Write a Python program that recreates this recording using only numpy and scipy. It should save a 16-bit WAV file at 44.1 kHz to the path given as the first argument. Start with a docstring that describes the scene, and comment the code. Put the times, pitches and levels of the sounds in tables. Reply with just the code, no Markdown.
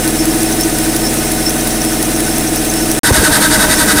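"""A model steam engine chuffs, hisses and ticks over the throbbing drone of a workshop compressor.
It runs on compressed air: two puffs a turn hiss at the nozzle and ring the chimney pipe. Air leaks,
oil spits, the rod ticks once a turn, gears clink and a slow, dry bearing squeaks.
After a brief silence at about 3 seconds we listen from right above the chimney, where the puffs
are much louder and the draught buffets the microphone."""
import sys
import numpy as np
from scipy import signal
from scipy.fft import rfft, irfft
from scipy.io import wavfile
from scipy.ndimage import uniform_filter1d, minimum_filter1d

SR = 44100
rng = np.random.default_rng(int(sys.argv[2]) if len(sys.argv) > 2 else 0)


def wav_out(sig):
    """Save sig, one row per channel (or a flat mono array), as 16-bit PCM at SR to the path in sys.argv[1]."""
    wavfile.write(sys.argv[1], SR, np.round(np.clip(np.atleast_2d(sig).T, -1, 1) * 32767).astype(np.int16))


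N = 176400

SILENCE_S, ABOVE_S = 2.992, 3.033  # the sound stops, then returns above the chimney
TURN_S = .17738  # one turn of the engine

# Puffs heard above the chimney. Each row: time of the peak in seconds, relative level in dB.
PUFF_PEAKS = [(3.068, 1.5), (3.167, 0.5), (3.256, 1), (3.348, 1), (3.438, 2), (3.536, 0.5), (3.622, 1),
              (3.72, -2), (3.809, -1), (3.905, -2.5), (3.996, 1)]
# The air jet at the nozzle. Each row: frequency in Hz, relative level in dB.
JET_SPECTRUM = [(300, -9.5), (1200, -7), (2000, -3), (2500, -10), (3200, -7.5), (3700, 0.5), (4200, -3),
                (4900, -2), (5900, -7.5), (7000, -4), (7700, -7.5), (8250, 1), (8600, 0), (9050, 3.5),
                (9700, -6), (11400, -3.5), (12300, -7), (15500, -36)]
# The pipe's ringing, heard from beside. Each row: pitch in Hz, width in Hz, relative level in dB.
PIPE_RING_BESIDE = [(943, 22, -3), (1265, 40, -5.5), (1510, 62, 3), (1850, 220, -3), (2270, 74, -10.5)]
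# The pipe's ringing, heard from above. Each row: pitch in Hz, width in Hz, relative level in dB.
PIPE_RING_ABOVE = [(625, 24, -1), (943, 26, -3.5), (1280, 87, -5.5), (1509, 70, 0.5), (1605, 96, -2.5),
                   (1795, 106, -7.5), (1958, 90, -6), (2243, 51, -20), (2590, 27, -14)]
# The low boom of chimney and smokebox. Each row: pitch in Hz, width in Hz, relative level in dB.
CHIMNEY_BOOM = [(122, 25, -5.5), (204, 21, -1.5), (298.3, 17.6, 4), (446, 38, -8), (615, 43, -9.5),
                (940, 26, -10)]
# The rod's ticks, one a turn. Each row: start in seconds, relative level in dB.
ROD_TICKS = [(0.077, -2), (0.2543, -3.5), (0.4314, -4), (0.6087, -1.5), (0.786, -5), (0.964, -3),
             (1.1403, -6), (1.317, -4), (1.495, -8), (1.6724, -2.5), (1.8487, -4.5), (2.0268, -2.5),
             (2.2047, -7), (2.382, -4), (2.5598, -4), (2.7377, -4), (2.9144, -1)]
# The crack of a tick. 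Each row: frequency in Hz, relative level in dB.
TICK_SPECTRUM = [(2000, -12), (5000, -2), (6200, 0), (7500, -1), (9000, -1), (10300, 3.5), (11600, 1),
                 (13000, -2), (15500, -7.5)]
# The rod's ringing. Each row: pitch in Hz, width in Hz, relative level in dB.
ROD_RING = [(9680, 400, -2.5), (10380, 410, 0), (11240, 450, -3.5), (15200, 400, -4)]
# The gears' ringing. Each row: pitch in Hz, width in Hz, relative level in dB.
GEAR_RING = [(5700, 120, 6), (6250, 330, 2), (6230, 310, -10)]
# The bearing's squeaks. Each row: time in seconds, rise and fall time in seconds, relative level in dB.
BEARING_SQUEAKS = [(.195, 0.032, -21), (.305, .02, -28), (.602, .022, -20.5), (.735, .022, -30),
                   (1.047, .022, -16), (1.459, 0.012, -10.5), (1.89, .04, -24), (2.304, .055, -29),
                   (2.53, .015, -29), (2.77, .05, -26), (3.76, .02, -20)]
# Leaking air. Each row: frequency in Hz, relative level in dB.
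LEAK_SPECTRUM = [(500, -1), (1150, -3.5), (1800, 0), (2600, -3), (3800, -4), (5000, -4.5), (5900, -2),
                 (6800, -4), (7800, -1.5), (8300, 2.5), (9500, 2), (11300, -1.5), (12300, -7.5),
                 (14500, -7.5), (15200, 0), (15800, -16)]
# Spitting oil. Each row: frequency in Hz, relative level in dB.
SPIT_SPECTRUM = [(1500, -10), (3500, 0), (6000, -7), (9000, 3), (13000, -5), (15500, -9)]
# The rumble of the draught. Each row: frequency in Hz, relative level in dB.
DRAUGHT_SPECTRUM = [(20, -2), (45, 2), (130, 0), (240, 0.5), (450, -7), (900, -3.5), (3000, -40)]
# Swirls of air that hit the microphone.
# Each row: time of the peak in seconds, rise and fall time in seconds, pitch in Hz, level in dB.
AIR_SWIRLS = [(3.108, 0.0018, 474, 1), (3.109, .004, 780, -12), (3.119, 0.0052, 88, 3),
              (3.182, .006, 70, -8), (3.196, 0.0087, 44.7, -7.5), (3.182, .012, 305, -10),
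              (3.233, 0.0035, 262, -1), (3.236, .004, 600, -13)]
# How loud the compressor's throbbing tone is. Each row: time in seconds, level in dB.
THROB_LEVELS = [(0, -19), (.3, -16), (.6, -18), (.9, -17.5), (1.3, -23.5), (1.8, -22.5), (2.2, -20.5),
                (2.55, -20), (2.95, -18.5), (3.1, -25.5), (4, -26)]
# The compressor's steady tones. Each row: multiple of the pump's stroke rate, relative level in dB.
PUMP_TONES = [(16, -38.5), (18, -39.5), (21, -35), (29, -41), (32, -32.5), (37, -39), (38, -40), (45, -38),
              (47, -34), (49, -35), (53, -33.5), (55, -38.5), (56, -33), (57, -37)]
# The tones of a second machine's low drone. Each row: multiple of its shaft's rate, relative level in dB.
SECOND_MACHINE_TONES = [(1, -60), (2, -28), (4, -37), (5, -33.5), (6, -34.5), (7, -31.5), (8, -33.5), (10, -40),
                        (11, -26), (12, -31), (13, -37.5), (14, -33.5), (15, -32), (16, -33.5), (20, -36.5),
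                        (23, -37.5), (27, -43)]
# The workshop's rumble. Each row: frequency in Hz, relative level in dB.
ROOM_SPECTRUM = [(25, -14), (60, -31), (180, -9.5), (260, -5.5), (320, 3.5), (380, -7), (540, -9.5),
                 (630, -12.5), (760, -17), (860, -11.5), (1200, -25), (3000, -43)]


def exhaust_beside():
    """From beside the engine: the air flow swells twice a turn and makes a soft chuffing."""
    first_puff_s, depth = .063, .65
    flow = np.exp(depth * (np.cos(4 * np.pi * (clock() - first_puff_s) / TURN_S) - 1))
    return flow * (undb(-27.5) * resonant(PIPE_RING_BESIDE) + undb(-28.5) * coloured(JET_SPECTRUM))


def exhaust_above():
    """From above: each puff hisses at the nozzle and rings the pipe, over a steady low boom."""
    rise_s, fall_s = .026, .028
    flow = lambda lag_s: sum(undb(db) * swell(at + lag_s, rise_s, fall_s) for at, db in PUFF_PEAKS)
    boom = undb(-17) * resonant(CHIMNEY_BOOM)
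    jet = undb(-6.5) * flow(0) * nearby_echoes(coloured(JET_SPECTRUM))
    pipe = undb(-9.5) * (.13 + flow(lag_s=.002)) * resonant(PIPE_RING_ABOVE)  # never quite stops
    return boom + jet + pipe


def rod():
    """The rod ticks and rings once a turn, and ticks more softly on its way back."""
    crack = blows(decay_s=.0018) + undb(-11) * blows(decay_s=.0018, lag_s=TURN_S / 2)
    ring = undb(-10) * blows(decay_s=.006) * resonant(ROD_RING)
    return undb(-3) * crack * coloured(TICK_SPECTRUM) + ring


def blows(decay_s, lag_s=0):
    """Each blow of the rod starts suddenly and dies away."""
    t = clock()
    return sum(undb(db) * (t > at + lag_s) * np.exp(-np.clip((t - at - lag_s) / decay_s, 0, 20))
               for at, db in ROD_TICKS)


def gears():
    """The gears rattle in short, evenly spaced, grainy clinks."""
    first_s, every_s, sharpness = .097, .10823, 1.6
    bursts = np.exp(sharpness * (np.cos(2 * np.pi * (clock() - first_s) / every_s) - 1))
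    return bursts * undb(-28 + 5 * walk(200)) * resonant(GEAR_RING)


def bearing():
    """A dry bearing rubs all the time; where it sticks it squeaks hoarsely and rings on briefly."""
    squeak_hz, ring_s = 5352, .013
    sticking = sum(undb(db) * swell(at, width, width) for at, width, db in BEARING_SQUEAKS)
    fade = np.exp(-1 / (ring_s * SR))
    ringing = signal.lfilter([1 - fade], [1, -fade], sticking)  # gives each squeak a short tail
    tone = np.sin(2 * np.pi * squeak_hz * clock() + .6 * walk(52))
    rasp = undb(3 * walk(150))
    hiss = undb(-6.5) * resonant([(5350, 260, 0)])
    rub = undb(-34.5 + 2 * walk(9.9)) * resonant([(squeak_hz, 48, 0)])
    return ringing * (tone * rasp + hiss) + rub


def leaks(above):
    """Air hisses steadily past the seals, a little louder when heard from above."""
    hiss = nearby_echoes(coloured(LEAK_SPECTRUM))
    return hiss * undb(np.where(above, -16, -18.5) + .5 * walk(30))


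def oil_spits():
    """Tiny random crackles in the hiss, like oil spitting at the seals."""
    spits_per_s, decay_s = 70, .00047
    size = undb(-20 + 2.2 * np.minimum(rng.exponential(size=N), 4))
    pops = size * (rng.random(N) < spits_per_s / SR)
    fading_pops = signal.lfilter([1], [1, -np.exp(-1 / (decay_s * SR))], pops)
    return fading_pops * coloured(SPIT_SPECTRUM)


def draught():
    """Air from the chimney rumbles on the microphone and hits it in a few swirls."""
    wind = undb(-20 + 2.8 * walk(13)) * coloured(DRAUGHT_SPECTRUM)
    for at, width, hz, db in AIR_SWIRLS:
        swirl = np.sin(2 * np.pi * hz * (clock() - at) + .92 * walk(hz / 2))
        wind += np.sqrt(2) * undb(db) * swell(at, width, width) * swirl
    return wind


def compressor(above):
    """A tone throbs on every pump stroke, over the pump's steady tones, the low drone of a second machine and
    the rumble of the workshop."""
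    pump_hz, second_machine_hz = 13.385, 20.41
    first_stroke_s, depth = .064, 1.1
    t = clock()
    stroke = np.exp(depth * np.cos(2 * np.pi * pump_hz * (t - first_stroke_s)))
    tone = stroke * np.cos(2 * np.pi * 24 * pump_hz * t + .066 * walk(21))  # 24 waves a stroke
    throb_db = np.interp(t, *np.array(THROB_LEVELS).T) + .6 * walk(8)
    throb = tone / tone.std() * undb(throb_db)
    drone = hum(pump_hz, PUMP_TONES) + hum(second_machine_hz, SECOND_MACHINE_TONES)
    rumble = undb(-23.5) * coloured(ROOM_SPECTRUM)
    return throb + (drone + rumble) * undb(np.where(above, -2, .5))


def hum(rate_hz, tones):
    """A turning shaft hums at multiples of its rate, wavering slightly in pitch and level."""
    t = clock() + .00008 * walk(4.2)
    total = np.zeros(N)
    for multiple, db in tones:
        level = np.sqrt(2) * undb(db + .6 * walk(5.5))
        total += level * np.sin(2 * np.pi * (round(multiple) * rate_hz * t + rng.random()))
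    return total


def nearby_echoes(hiss, count=10, gain=.11):
    """Short echoes from nearby metal and benches colour a hiss."""
    lags = (SR * rng.uniform(.0008, .007, size=count)).astype(int)
    echoes = gain * sum(np.roll(hiss, lag) for lag in lags)
    return (hiss + echoes) / np.sqrt(1 + count * gain ** 2)


def undb(db):
    """Decibels to gain."""
    return 10 ** (np.asarray(db) / 20)


def clock():
    """Time of every sample."""
    return np.arange(N) / SR


def noise(gain):
    """Noise of rms 1 whose spectrum is gain(Hz)."""
    y = irfft(rfft(rng.standard_normal(N)) * gain(np.maximum(np.fft.rfftfreq(N, 1 / SR), 1)), N)
    return y / y.std()


def coloured(points):
    """Noise with a spectrum of (Hz, dB) points."""
    hz, db = np.array(points).T
    return noise(lambda f: undb(np.interp(np.log(f), np.log(hz), db)))


def resonant(modes):
    """Noise ringing in (Hz, width, dB) resonances."""
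    return noise(lambda f: np.sqrt(sum(undb(db) ** 2 / (1 + ((f * f - hz * hz) / (f * w)) ** 2) ** 1.66
                                       for hz, w, db in modes)))


def walk(rate):
    """Slow chance with spread 1."""
    return noise(lambda f: 1 / (1 + (f / rate) ** 4))


def swell(at, rise, fall):
    """A smooth bump of height 1."""
    d = clock() - at
    return np.exp(-(d / np.where(d < 0, rise, fall)) ** 2)


def scene():
    """Beside the engine, a brief silence, then above the chimney; both channels are the same."""
    t = clock()
    above = t > ABOVE_S
    mix = compressor(above) + leaks(above) + oil_spits() + rod() + gears() + bearing()
    mix += np.where(above, exhaust_above() + draught(), exhaust_beside())
    audible = (t < SILENCE_S) | above
    mix *= uniform_filter1d(audible * 1., size=40)  # soft edges, so the silence does not click
    return np.array([mix, mix])


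def record(dry):
    """Briefly turns down loud peaks, rounds them off and removes the highest treble."""
    limit, dip_s, ceiling, top_hz = .92, .002, 1.35, 15750
    span = max(int(dip_s * SR / 2), 2)
    needed_gain = limit / np.maximum(np.abs(dry), limit)
    gain = uniform_filter1d(minimum_filter1d(needed_gain, span), span)
    rounded = ceiling * np.tanh(dry * gain / ceiling)
    return signal.sosfilt(signal.ellip(10, .1, 80, top_hz, fs=SR, output="sos"), rounded)


dry = scene()
out = record(dry)
wav_out(out)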